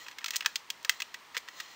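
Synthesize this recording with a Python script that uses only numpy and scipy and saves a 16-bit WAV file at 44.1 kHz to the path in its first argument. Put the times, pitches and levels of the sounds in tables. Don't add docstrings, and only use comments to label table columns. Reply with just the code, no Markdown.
import sys
import numpy as np
from scipy import signal
from scipy.fft import rfft, irfft, next_fast_len
from scipy.io import wavfile
from scipy.ndimage import uniform_filter1d

SR = 44100
rng = np.random.default_rng(int(sys.argv[2]) if len(sys.argv) > 2 else 0)


def invert_db(x):
    u = np.asarray(x, float) / 20
    return 10 ** u


def unload_audio(sound):
    columns = np.transpose(np.atleast_2d(sound))
    steps = np.round(np.clip(columns, -1, 1) * 32767)
    wavfile.write(sys.argv[1], SR, steps.astype(np.int16))


N = 77175


def hook():
    return snaps() + slips() + thuds()


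# [t/s, peak level/dB, peg f/Hz, brightness level/dB,
# chatter decay/ms]
SNAPS = [(0.0637, -35, 2800, -33, 3.1), (0.0826, -26.5, 1950, -17.5, 1.9),
         (0.1839, -28.5, 2200, -16.5, 3.1), (0.2594, -18.5, 4300, -12.5, 2.9),
         (0.3063, -17.5, 2110, -2, 1.65), (0.3581, -16, 7160, 5.5, 3.3), (0.4062, -21.5, 2940, -18.5, 2.9),
         (0.459, -8.5, 1750, -15.5, 2.7), (0.7012, -16.5, 3340, -4.5, 2.6), (0.847, -19, 1836, -10.5, 2.3),
         (0.8937, -4.5, 2060, -10.5, 2.9), (1.0009, -23, 2170, -14.5, 3.1), (1.142, -24, 1950, -15, 4.2),
         (1.3665, -16, 2165, -20, 2.9), (1.485, -25, 1940, -18, 1.9),
         (0.364, -14.5, 6600, 6.5, 1.2),
    (.828, -42, 6530, 13, 0.98),
    (0.854, -35, 1650, -37, 2.1),
    (1.0192, -17, 2916, -11.5, 1.8),
    (0.3573, -21.5, 2750, -18, 3),
    (1.3447, -34.5, 1950, -18, 9.3),
]


def snaps():
    return contacts(SNAPS, rise_s=0.0006, tick_db=7, trim_db=-0.2)


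# [t/s, peak level/dB, peg f/Hz, brightness level/dB, chatter decay/ms]
SLIPS = [(0.1112, -32, 2110, -16, 2.7), (0.124, -39.5, 3330, -21, 3.6), (0.2076, -36, 1360, -25, 3.5),
         (0.215, -31.5, 1970, -20, 3.5), (0.2251, -36, 1800, -28, 7.1), (0.2423, -13.5, 1350, -14, 1.24),
         (0.2808, -19, 2160, -10.5, 3.2), (0.3333, -25, 2750, -17, 4.8), (0.3474, -22, 2820, -26, 2),
         (0.4219, -27.5, 2110, -22, 5.4), (0.4456, -20, 1790, -25, 6.9), (0.556, -8, 4950, -8.5, 2.57),
         (0.9368, -34.5, 2000, -32, 3.6), (1.0186, -21, 2940, -17, 1.1), (1.3458, -25.5, 1940, -21.5, 7.6),
         (1.3737, -18.5, 2410, -4.5, 3.3), (1.4771, -31, 1820, -28, 2.1), (1.5991, -19.5, 1950, -13.5, 4.5)]


def slips():
    return contacts(SLIPS, rise_s=0.00097, tick_db=-13, trim_db=-5.06)


def contacts(rows, rise_s, tick_db, trim_db):
    mix = np.zeros(N)
    lag_s = 0.0006
    for start, *blow in rows:
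        sound = contact(*blow, rise_s, tick_db, trim_db)
        add(mix, start + lag_s, room(sound))
    return mix


# [f/Hz, level/dB]
CONTACT = [(180, -69), (300, -0.5), (751, -20.5), (1960, -5), (2320, -4), (2690, -2), (6840, -7),
           (8320, -12.5), (10900, -30.5), (14200, -69), (22000, -120)]


def contact(peak_db, peg_hz, bright_db, chatter_ms, rise_s, tick_db, trim_db):
    t = np.arange(2048) / SR
    force = flattened(chatter(t, peak_db, chatter_ms, rise_s, tick_db))
    sound = signal.fftconvolve(force, struck_body(t, peg_hz))[:len(t)]
    slope = 0.41 * (bright_db + 12.5)
    hump_db, hump_oct = 2.5, 0.46
    low_cut_hz, low_cut_db_per_oct = 1050, 22

    def gain_db(hz):
        tilt = slope * np.log2(np.clip(hz, 800, 9000) / 3000)
        hump = hump_db * np.exp(-(np.log2((hz + 1) / peg_hz) / hump_oct) ** 2)
        low_cut = low_cut_db_per_oct * np.log2(np.clip(hz / low_cut_hz, .1, 1))
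        return read(CONTACT, hz) + tilt + hump + low_cut

    sound = colour(sound, gain_db)
    return invert_db(peak_db + trim_db) * sound / np.max(abs(sound))


def chatter(t, peak_db, chatter_ms, rise_s, tick_db):
    knocks_per_s, spread_db = 9000, 3.5
    hit, size, sign = rng.uniform(1e-3, 1, (3, len(t)))
    shape = (1 - np.exp(-t / rise_s)) * np.exp(-t / max(chatter_ms / 1000, 3e-4))
    strength = invert_db(-spread_db * np.log(size)) * np.sign(sign - .5)
    knocks = (hit < knocks_per_s / SR) * strength * shape
    knocks = knocks / np.linalg.norm(knocks)
    tick_per_db = 0.11
    knocks[round(rise_s * SR)] -= invert_db(tick_db + tick_per_db * (peak_db + 18)) / 4
    return knocks


def struck_body(t, peg_hz):
    loss_db_per_oct, loss_hz, cycles = 9, 2100, 34
    peg_db = -1 - loss_db_per_oct * max(np.log2(peg_hz / loss_hz), 0)
    body = invert_db(-5) * loom(t) + 4 * ring(t, peg_hz, peg_db, cycles / peg_hz)
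    body[0] += invert_db(9)
    return body


# [f/Hz, level/dB, t60/s]
LOOM = [(1313, 7.5, 0.0074), (1750, -20, 0.024), (1940, -3.8, 0.0098), (2493, -18, 0.058), (2785, 1, 0.06),
        (3532, 1, 0.0065), (3940, -7, 0.0087), (4444, -3, 0.0076), (5214, 1.5, 0.048), (5844, -1, 0.045),
        (6600, 1.5, 0.013), (7540, -4.5, 0.004)]


def loom(t):
    detune, spread_db, longest_t60 = 0.02, 4, 0.022
    body = np.zeros(len(t))
    for hz, db, t60 in LOOM:
        pitch_shift, level_shift = rng.uniform(-1, 1, 2)
        body += ring(t, hz * (1 + detune * pitch_shift), db + spread_db * level_shift,
                     min(t60, longest_t60))
    return body / np.linalg.norm(body)


# [t/s, peak level/dB, f/Hz]
THUDS = [
    (.4605, -56, 700),
    (.849, -56, 534),
    (0.895, -55.5, 490),
    (1.368, -44, 490),
]


def thuds():
    mix, t = np.zeros(N), np.arange(4096) / SR
    t60, rise_s = 0.042, 0.002
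    for start, db, hz in THUDS:
        envelope = invert_db(db - 60 * t / t60) * (1 - np.exp(-t / rise_s))
        add(mix, start, 2 * envelope * np.sin(2 * np.pi * hz * t))
    return mix


# [t/s, level/dB]
RUB = [(0, -50.5), (.1, -55.5), (.16, -70), (.3, -56.5), (.36, -40), (.42, -73), (.52, -57), (.62, -67),
       (.88, -66), (.93, -51), (.99, -56.5), (1.08, -63), (1.3, -69), (1.42, -63), (1.52, -60.5),
       (1.59, -48), (1.66, -54.5), (1.75, -54.5)]
# [f/Hz, level/dB]
RUB_COLOUR = [(350, -28), (600, -20.5), (1290, -13), (1580, -37), (1850, -9), (2330, -6), (4180, -7),
              (7220, -8), (10900, -44), (14200, -57), (22000, -120)]
# [f/Hz, level/dB, t60/s]
RUB_RINGS = [(1345, -11.5, 0.022), (1950, -7.5, 0.013), (3290, -15.5, 0.026), (4265, -11, 0.037)]


def rub():
    grains_per_s, spread_db = 8300, 1.5
    grains = (rng.random(N) < grains_per_s / SR) * invert_db(spread_db * rng.exponential(1, N))
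    flutter = np.sqrt(uniform_filter1d(grains ** 2, size=60) + 1e-9)
    t = np.arange(2048) / SR
    body = 4 * sum(ring(t, *mode) for mode in RUB_RINGS)
    body[0] += 1
    rung = signal.fftconvolve(patchy(RUB_COLOUR, patch_db=1) * flutter, body)[:N]
    s, db = np.transpose(RUB)
    return invert_db(np.interp(np.arange(N) / SR, s, db)) * evened(rung)


# [t/s, level/dB]
ECHOES = [(.0012, -24.5), (.0031, -9.5), (.0055, -23), (.009, -29.5)]
# [f/Hz, level/dB]
ROOM_COLOUR = [(500, 11), (2000, 0.5), (4500, 2), (9000, 3)]


def room(x):
    t = np.arange(8192) / SR
    tail_db, t60, start_s = -15, 0.16, 0.003
    tail = rng.standard_normal(len(t)) * invert_db(-60 * t / t60) * (t > start_s)
    tail = colour(flattened(tail, size=40), lambda hz: read(ROOM_COLOUR, hz))
    response = invert_db(tail_db) * tail / np.linalg.norm(tail)
    response[0] = 1
    for s, db in ECHOES:
        response[round(s * SR)] += invert_db(db)
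    return signal.fftconvolve(x, response)


# [f/Hz, level/dB]
HISS = [(12, -53), (20, -26.5), (265, -12.5), (703, -10.5), (939, -3), (1510, -8), (1860, -6), (5490, -15),
        (10900, -26.5), (14200, -75), (22000, -120)]


def room_tone():
    hz = np.fft.rfftfreq(N, 1 / SR)
    whirr_hz, whirr_width_hz = 955, 60
    white = rfft(rng.standard_normal((2, N)))
    hiss = evened(irfft(white[0] * invert_db(read(HISS, hz)), N))
    whirr = evened(irfft(white[1] / (1 + ((hz - whirr_hz) / whirr_width_hz) ** 2), N))
    return invert_db(-55.5) * hiss + invert_db(-71) * whirr


def ring(t, hz, db, t60):
    return invert_db(db - 60 * t / t60) * np.sin(2 * np.pi * hz * t) / np.sqrt(t60 * SR)


def patchy(points, patch_db):
    frames, hz = N // 128 + 5, np.fft.rfftfreq(512, 1 / SR)
    a, b, patches = rng.standard_normal((frames, 257, 3)).T
    patches = uniform_filter1d(patches, size=5, axis=0)
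    patches = evened(uniform_filter1d(patches, size=12, axis=1))
    z = (a + 1j * b) * invert_db(read(points, hz)[:, None] + patch_db * patches)
    return evened(signal.istft(z, nperseg=512, noverlap=384)[1][:N])


def colour(x, gain_db):
    size = next_fast_len(2 * len(x))
    log_gain = np.log(invert_db(gain_db(abs(np.fft.fftfreq(size, 1 / SR)))))
    shape = np.exp(np.conj(signal.hilbert(log_gain)))[:size // 2 + 1]
    return irfft(rfft(x, size) * shape, size)[:len(x)]


def flattened(x, size=45):
    spectrum = rfft(x, 2 * len(x))
    smooth_power = uniform_filter1d(abs(spectrum) ** 2, size=size)
    return irfft(spectrum / np.sqrt(smooth_power + 1e-9))[:len(x)]


def read(points, hz):
    f, value = np.transpose(points)
    return np.interp(np.log(hz + 1), np.log(f + 1), value)


def evened(x):
    return x / np.sqrt(np.mean(x ** 2) + 1e-20)


def add(mix, s, sound):
    part = mix[round(s * SR):][:len(sound)]
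    part += sound[:len(part)]


def scene():
    return (hook() + rub() + room_tone())[None]


def half_rate(dry):
    hz = np.fft.rfftfreq(N, 1 / SR)
    edge_hz, width_hz, hold = 10300, 330, 0.68
    roll_off = np.sqrt(1 + np.exp(np.minimum((hz - edge_hz) / width_hz * 4, 60)))
    limited = irfft(rfft(dry) / roll_off, N)
    kept = 2 * limited * (np.arange(N) % 2 == 0)
    return (kept + hold * np.roll(kept, 1, axis=1)) / (1 + hold)


def low_pass(x, edge_hz):
    taps = signal.firwin(511, edge_hz, window=("kaiser", 9), fs=SR)
    return signal.oaconvolve(x, taps[None], "same")


def gated_top(x):
    power = abs(uniform_filter1d(x ** 2, size=128)) + 1e-12
    earlier = np.roll(uniform_filter1d(power, size=512), 400, axis=1)
    sudden = power > invert_db(2 * 18) * earlier
    under = low_pass(x, 15750)
    top = low_pass((x - under) * uniform_filter1d(sudden * 1., size=128), 16750)
    return under + invert_db(-15) * top


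def top_cut(x):
    return signal.sosfilt(signal.butter(12, 16960, fs=SR, output="sos"), x)


def record(dry):
    mix = gated_top(half_rate(dry))
    return top_cut(mix)


dry = scene()
out = record(dry)
unload_audio(out)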